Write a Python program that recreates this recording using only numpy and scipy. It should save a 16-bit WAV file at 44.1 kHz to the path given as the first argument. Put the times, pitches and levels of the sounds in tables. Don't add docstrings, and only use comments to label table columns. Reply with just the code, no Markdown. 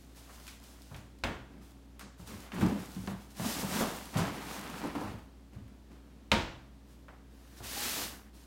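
import sys
import numpy as np
from scipy import signal
from scipy.fft import rfft, irfft, next_fast_len
from scipy.io import wavfile
from scipy.ndimage import map_coordinates

SR = 44100
rng = np.random.default_rng(int(sys.argv[2]) if len(sys.argv) > 2 else 0)


def file_out(sig):
    cols = np.atleast_2d(sig).T
    lim = np.clip(cols, -1, 1)
    pcm = np.round(lim * 32767).astype(np.int16)
    wavfile.write(sys.argv[1], SR, pcm)


N = 373086
TIME = np.arange(N) / SR
HIT_TIME = np.arange(SR) / SR


def amp(db):
    return 10 ** (np.asarray(db) / 20)


def unit(x):
    return x / np.sqrt(np.mean(x ** 2) + 1e-20)


def along(points, hz):
    freqs, values = np.transpose(points)
    return np.interp(np.log(hz + 1), np.log(freqs + 1), values)


def wobble(rate):
    knots = rng.standard_normal(int(N * rate / SR) + 4)
    return map_coordinates(knots, [TIME * rate])


def colour(x, spectrum):
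    size = next_fast_len(len(x) + 8192)
    gain = amp(along(spectrum, np.fft.rfftfreq(size, 1 / SR)))
    return unit(irfft(rfft(x, size) * gain, size)[:len(x)])


def fade(t60):
    return np.exp(-np.log(1000) * HIT_TIME / t60)


def swell(seconds):
    return 1 - np.exp(-HIT_TIME / seconds)


def ring(hz, t60):
    return np.sin(2 * np.pi * hz * HIT_TIME) * fade(t60)


def add_hit(track, at, hit, db):
    start = round(at * SR)
    track[start:start + len(hit)] += amp(db) * hit[:N - start] / np.std(hit[:SR // 25])


def grains(spectrum, rate, wash_db):
    slips = unit((rng.random(N) < rate / SR) * rng.standard_normal(N))
    return colour(slips + amp(wash_db) * rng.standard_normal(N), spectrum)


# (frequency [Hz], t60 [s])
ROOM_DECAY = [(60, 0.89), (250, 0.49), (1000, 0.56), (3500, 0.5), (7500, 0.5), (12000, 0.14)]


def room_tail(noise):
    hz, t, bins = signal.stft(noise, SR, nperseg=256)
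    decay = amp(-60 * t / along(ROOM_DECAY, hz)[:, None])
    tail = signal.istft(bins * decay, SR, nperseg=256)[1][:SR]
    return tail * swell(0.0022)


def in_kitchen(x, wet_db):
    response = unit(room_tail(rng.standard_normal(SR))) / np.sqrt(SR)
    return x + amp(wet_db) * signal.fftconvolve(x, response)[:len(x)]


def burst(spectrum, t60, wet_db):
    direct, diffuse = (colour(rng.standard_normal(SR), spectrum) for _ in range(2))
    return unit(direct * fade(t60)) + amp(wet_db) * unit(room_tail(diffuse))


# (frequency [Hz], rms level [dB])
HUM_PARTIALS = [(60, -56), (120, -69.5), (210, -69), (275, -67)]
# (frequency [Hz], gain [dB])
ROOM_TONE_EQ = [(20, -41), (36, -20), (48, -7.5), (65, -8), (85, -13), (120, -10.5), (190, -8), (280, -8),
                (440, -16), (900, -23), (2150, -30.5), (3600, -31.5), (15000, -43)]


def appliance():
    hum = sum(np.sqrt(2) * amp(db) * np.sin(2 * np.pi * hz * TIME + 0.12 * wobble(2.5))
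              for hz, db in HUM_PARTIALS)
    room_tone = amp(-60) * colour(rng.standard_normal(N), ROOM_TONE_EQ)
    return hum + room_tone


# (time [s], level [dB])
BOX_PUSH = [(7.3, -82), (7.322, -72.5), (7.556, -64), (7.58, -55.5), (7.62, -60.5), (7.642, -46.5),
            (7.84, -36.5), (8.038, -38.5), (8.3, -76)]
# (frequency [Hz], gain [dB])
RUB_EQ = [(24, -36), (42, -15), (65, 0.5), (140, -11), (220, -1), (360, -7), (850, -8.5), (1800, -7.5),
          (3500, -27)]
HISS_EQ = [(700, -17), (1200, -12.5), (2500, -2.5), (4200, -1.5), (6000, -3), (8000, -5.5), (13500, -7),
           (15800, -10)]


def litter_box():
    times, levels = np.transpose(BOX_PUSH)
    push_db = np.interp(TIME, times, levels, left=-120, right=-120)
    midway = (times[0] + times[-1]) / 2
    lean_db = 8 * (TIME - midway)
    rub_db = -22.5 + 0.63 * push_db + lean_db
    rub = amp(rub_db + 1.35 * wobble(30)) * grains(RUB_EQ, rate=620, wash_db=0.5)
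    hiss = amp(push_db + 0.5) * grains(HISS_EQ, rate=3900, wash_db=7.5)
    out = rub + hiss
    flutter = amp(3.5 * wobble(110)[:SR])
    squeak = ring(790 + 350 * HIT_TIME, t60=0.28) * swell(0.0074) * flutter
    add_hit(out, 7.76, squeak, db=-48.5)
    return out


def stroke(at, length, attack, t60):
    t = TIME - at
    rise = np.sin(np.pi / 2 * np.clip(t / attack, 0, 1)) ** 1.5
    release = np.exp(-np.log(1000) * np.maximum(t - length, 0) / t60)
    return (rise * release) ** 2


# (time [s], length [s], level [dB])
SWISH_CUES = [(-.04, 0.17, -67.5), (0.141, 0.37, -58.5), (.6, 0.15, -60.5), (0.84, 0.1, -63),
              (1.598, .07, -65), (2.169, .06, -61.5), (2.251, 0.055, -52), (2.37, 0.051, -61),
              (2.51, 0.22, -56.5), (2.77, 0.34, -57.5), (3.18, 0.13, -64), (3.963, 0.29, -55.5),
              (4.294, .16, -57.5), (4.443, 0.11, -49.5), (4.676, 0.18, -56), (4.932, .09, -60.5),
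              (6.856, 0.052, -69), (8.322, 0.12, -65)]
# (time [s], length [s], drone level [dB], scrape level [dB])
DRAG_CUES = [(2.267, 0.062, -44.5, -52.5), (2.4, 0.069, -63, -54.5), (2.511, .1, -39, -47),
             (2.591, 0.097, -31, -46), (2.74, 0.062, -46, -49.5), (2.846, 0.26, -52.5, -62.5),
             (4.117, 0.15, -38, -39.5), (4.327, 0.53, -47.5, -46), (4.78, 0.33, -44, -49.5)]
# (time [s], length [s], hiss level [dB], landing clumps level [dB])
GUSH_CUES = [(3.331, 0.27, -41, -43), (3.634, 0.16, -40.5, -37)]
# (time [s], length [s], level [dB])
SHUFFLE_CUES = [(0.39, 0.073, -65), (0.935, .06, -55.5), (1.487, 0.14, -55), (1.727, .08, -68),
                (2.01, 0.061, -57), (5.516, 0.042, -52), (5.66, 0.063, -64), (5.893, 0.043, -53),
                (6.02, 0.17, -63)]


def movements():
    moves = [(stroke(at, length, attack=0.037, t60=0.74), (-np.inf, db - 2.5, db))
             for at, length, db in SWISH_CUES]
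    moves += [(stroke(at, length, attack=0.057, t60=0.54), (drone_db, scrape_db, scrape_db - 13))
              for at, length, drone_db, scrape_db in DRAG_CUES]
    moves += [(stroke(at, length, attack=0.17, t60=0.96), (clumps_db + 1.5, clumps_db, hiss_db))
              for at, length, hiss_db, clumps_db in GUSH_CUES]
    moves += [(stroke(at, length, attack=0.027, t60=0.61), (db, db - 11.5, db - 23))
              for at, length, db in SHUFFLE_CUES]
    envelopes, sends_db = zip(*moves)
    layer_power = amp(sends_db).T ** 2 @ np.array(envelopes)
    return 10 * np.log10(layer_power + 1e-12)


def crinkle(spectrum, rate):
    snaps = (rng.random(N) < rate / SR) * rng.uniform(0.4, 1, N)
    envelope = signal.fftconvolve(snaps, fade(t60=0.02))[:N]
    return colour(envelope * rng.standard_normal(N), spectrum)


# (frequency [Hz], gain [dB])
DRONE_EQ = [(25, -31), (70, -12.5), (120, -11), (200, 2), (300, -5), (420, -14), (800, -23), (2000, -66)]
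SCRAPE_EQ = [(200, -12.5), (400, -3), (850, 0.5), (1500, -2.5), (2500, -7), (4500, -15.5), (12000, -42.5)]
RUSTLE_EQ = [(500, -25.5), (1500, -10.5), (3000, -0.5), (5000, 0.5), (8000, -1.5), (12000, -4), (15500, -7)]


def handling():
    drone_db, scrape_db, rustle_db = movements()
    judder_db = 1.1 * wobble(35)
    drone = amp(drone_db - 0.73 + judder_db) * grains(DRONE_EQ, rate=400, wash_db=1.5)
    scrape = amp(scrape_db - 0.83 + 0.5 * judder_db) * grains(SCRAPE_EQ, rate=540, wash_db=4)
    rustle = amp(rustle_db - 0.25 + 1.4 * wobble(28)) * grains(RUSTLE_EQ, rate=2300, wash_db=10)
    snaps = amp(np.minimum(rustle_db - 9, -61)) * crinkle(RUSTLE_EQ, rate=18)
    return drone + scrape + rustle + snaps


# (time [s], body level [dB], pitch [Hz], snap level [dB], t60 [s])
TICK_CUES = [(0.293, -43, 960, -60, 0.091), (0.478, -38, 2310, -44, 0.059), (0.82, -68, 4000, -50.5, .01),
             (0.945, -39, 1610, -68, 0.027), (0.963, -54, 1500, -50, 0.022), (1.187, -72, 3000, -60, .015),
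             (1.994, -41, 1490, -44.5, 0.034), (2.01, -37.5, 1010, -47.5, 0.055),
             (2.519, -33.5, 1600, -62, 0.043), (2.61, -27, 1290, -42, 0.099),
             (3.074, -33.5, 1640, -63, 0.014), (3.397, -37, 990, -60, 0.024), (3.812, -28, 790, -55, 0.11),
             (4.171, -33.5, 1430, -31.5, 0.27), (4.955, -39, 1510, -60, .02),
             (5.533, -56, 1310, -66, 0.044), (5.68, -57, 1500, -65.5, .03), (5.915, -57, 1700, -70, .03),
             (7.083, -39, 890, -78, 0.088), (7.601, -53, 1130, -63, .04)]


def ticks():
    out = np.zeros(N)
    for at, body_db, hz, snap_db, t60 in TICK_CUES:
        body_eq = [(hz / 4, -20), (hz / 2, -5), (hz, 0), (hz * 2, -6), (hz * 5, -28), (hz * 12, -42)]
        add_hit(out, at, burst(body_eq, t60, wet_db=0.5), body_db - 15.5)
        add_hit(out, at, burst(RUSTLE_EQ, t60, wet_db=1.5), snap_db - 11)
    return out


# (time [s], level [dB], pitch [Hz], clatter level [dB])
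BUMP_CUES = [(0.913, -37.5, 135.3, -48), (0.934, -36, 133, -61), (2.197, -37.5, 176, -51.5),
             (2.32, -42, 108, -63), (2.533, -35, 207, -44), (2.584, -30, 188, -44.5),
             (2.626, -15, 180.6, -30), (2.681, -24.5, 189, -48), (2.965, -27.5, 188, -58),
             (3.076, -27.5, 193.7, -36), (3.116, -28, 195.7, -64), (3.398, -26, 177.5, -35.5),
             (3.446, -29, 245, -38.5), (3.63, -27.5, 194, -35), (3.766, -35, 211, -38),
             (3.806, -26.5, 220, -25), (4.16, -19.5, 162.8, -32.5), (4.188, -19.5, 171.7, -29),
             (4.244, -27.5, 159, -37), (4.838, -27, 291, -33.5), (4.952, -26.5, 284, -32.5),
             (5.014, -36, 293, -35), (5.041, -42, 98, -50), (5.13, -39, 116, -56), (5.56, -39, 111.4, -61),
             (7.604, -47, 107, -44.5), (7.965, -38.5, 283, -39)]
# (frequency [multiple of the pitch], relative level [dB])
WALL_MODES = [(.78, -4), (1, 4), (1.16, -4.5), (1.36, -18), (1.72, -11.5), (2.3, -23)]
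# (frequency [Hz], gain [dB])
CLATTER_EQ = [(150, -8), (350, 1.5), (650, 2), (950, 2), (1500, -6), (2200, -20), (3500, -27.5),
              (8000, -32)]
FLOOR_EQ = [(20, -23), (40, -9), (85, 6), (120, 5.5), (250, -72)]


def bumps():
    out = np.zeros(N)
    for at, db, hz, clatter_db in BUMP_CUES:
        walls = np.zeros(SR)
        for ratio, mode_db in WALL_MODES:
            gain = amp(mode_db + rng.normal(0, 1.6))
            detune = 1 + rng.normal(0, 0.01)
            walls += gain * ring(hz * ratio * detune, t60=0.15)
        add_hit(out, at, in_kitchen(walls * swell(0.0048), wet_db=-15), db - 11.5)
        add_hit(out, at, burst(CLATTER_EQ, t60=0.055, wet_db=4), clatter_db - 8.5)
        floor_db = -30 + 0.65 * db - 9.5 * np.log2(hz / 180)
        add_hit(out, at, burst(FLOOR_EQ, t60=0.25, wet_db=-9.5) * swell(0.014), floor_db)
    return out


# (time [s], crack level [dB], thud level [dB],
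# boom level [dB], panel level [dB], hardness [factor on the crack's frequencies])
SLAM_CUES = [(1.236, -17, -32.5, -50, -34, 0.82), (6.315, -7, -27.5, -31, -26, 1.04)]
# (frequency [Hz], relative level [dB], t60 [s])
PANEL_MODES = [(85.7, 7, 0.51), (129, -2, 1), (329, 3.5, 0.56), (534, 2.5, .45), (617, -5, 0.49),
               (660, 3.5, 0.36), (928, 6.5, 0.37), (1425, -2.5, 0.55), (1810, -3.5, 0.45), (2110, -1, .35),
               (2250, -8, 0.37), (2520, -12, 0.4), (3010, -4, 0.37), (3390, -5, .4), (3693, -9, 0.33),
               (5000, -11, .3)]
# (frequency [Hz], gain [dB])
KNOCK_EQ = [(150, -23.5), (400, -3), (600, 4), (950, 3), (1200, 0.5), (1600, 0), (3200, -9), (5000, -18),
            (8000, -20), (15000, -34.5)]
CRACK_EQ = [(300, -33), (1000, -27.5), (2000, 8), (3600, 5.5), (5400, -3.5), (7000, -11), (10000, -19.5),
            (16000, -33.5)]
THUD_EQ = [(20, -24), (42, -2), (85, -7.5), (125, -8.5), (210, -5), (320, -10), (450, -11.5), (900, -45.5)]


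def cupboard_door():
    out = np.zeros(N)
    for at, crack_db, thud_db, boom_db, panel_db, hardness in SLAM_CUES:
        panel = sum(amp(db) * ring(hz, t60) * rng.choice([-1, 1]) for hz, db, t60 in PANEL_MODES)
        knock = burst(KNOCK_EQ, t60=0.07, wet_db=5)
        crack_eq = [(hz * hardness, db) for hz, db in CRACK_EQ]
        crack = burst(crack_eq, t60=0.031, wet_db=-4)
        thud = burst(THUD_EQ, t60=0.49, wet_db=-3.5) * swell(0.0049)
        boom = ring(hz=215, t60=0.17) * swell(0.016)
        add_hit(out, at + 0.001, knock, panel_db - 3.5)
        add_hit(out, at + 0.001985, panel, panel_db - 5.5)
        add_hit(out, at + 0.002, crack, crack_db - 21)
        add_hit(out, at + 0.003, thud, thud_db - 6)
        add_hit(out, at + 0.0049, boom, boom_db - 4.5)
    return out


def scene():
    mono = cupboard_door() + bumps() + ticks() + handling() + litter_box() + appliance()
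    return np.array([mono, mono])


def record(dry):
    cutoff_hz = 15900
    size = next_fast_len(N + SR // 2)
    passband = np.fft.rfftfreq(size, 1 / SR) < cutoff_hz
    return irfft(rfft(dry, size) * passband, size)[:, :N]


dry = scene()
out = record(dry)
file_out(out)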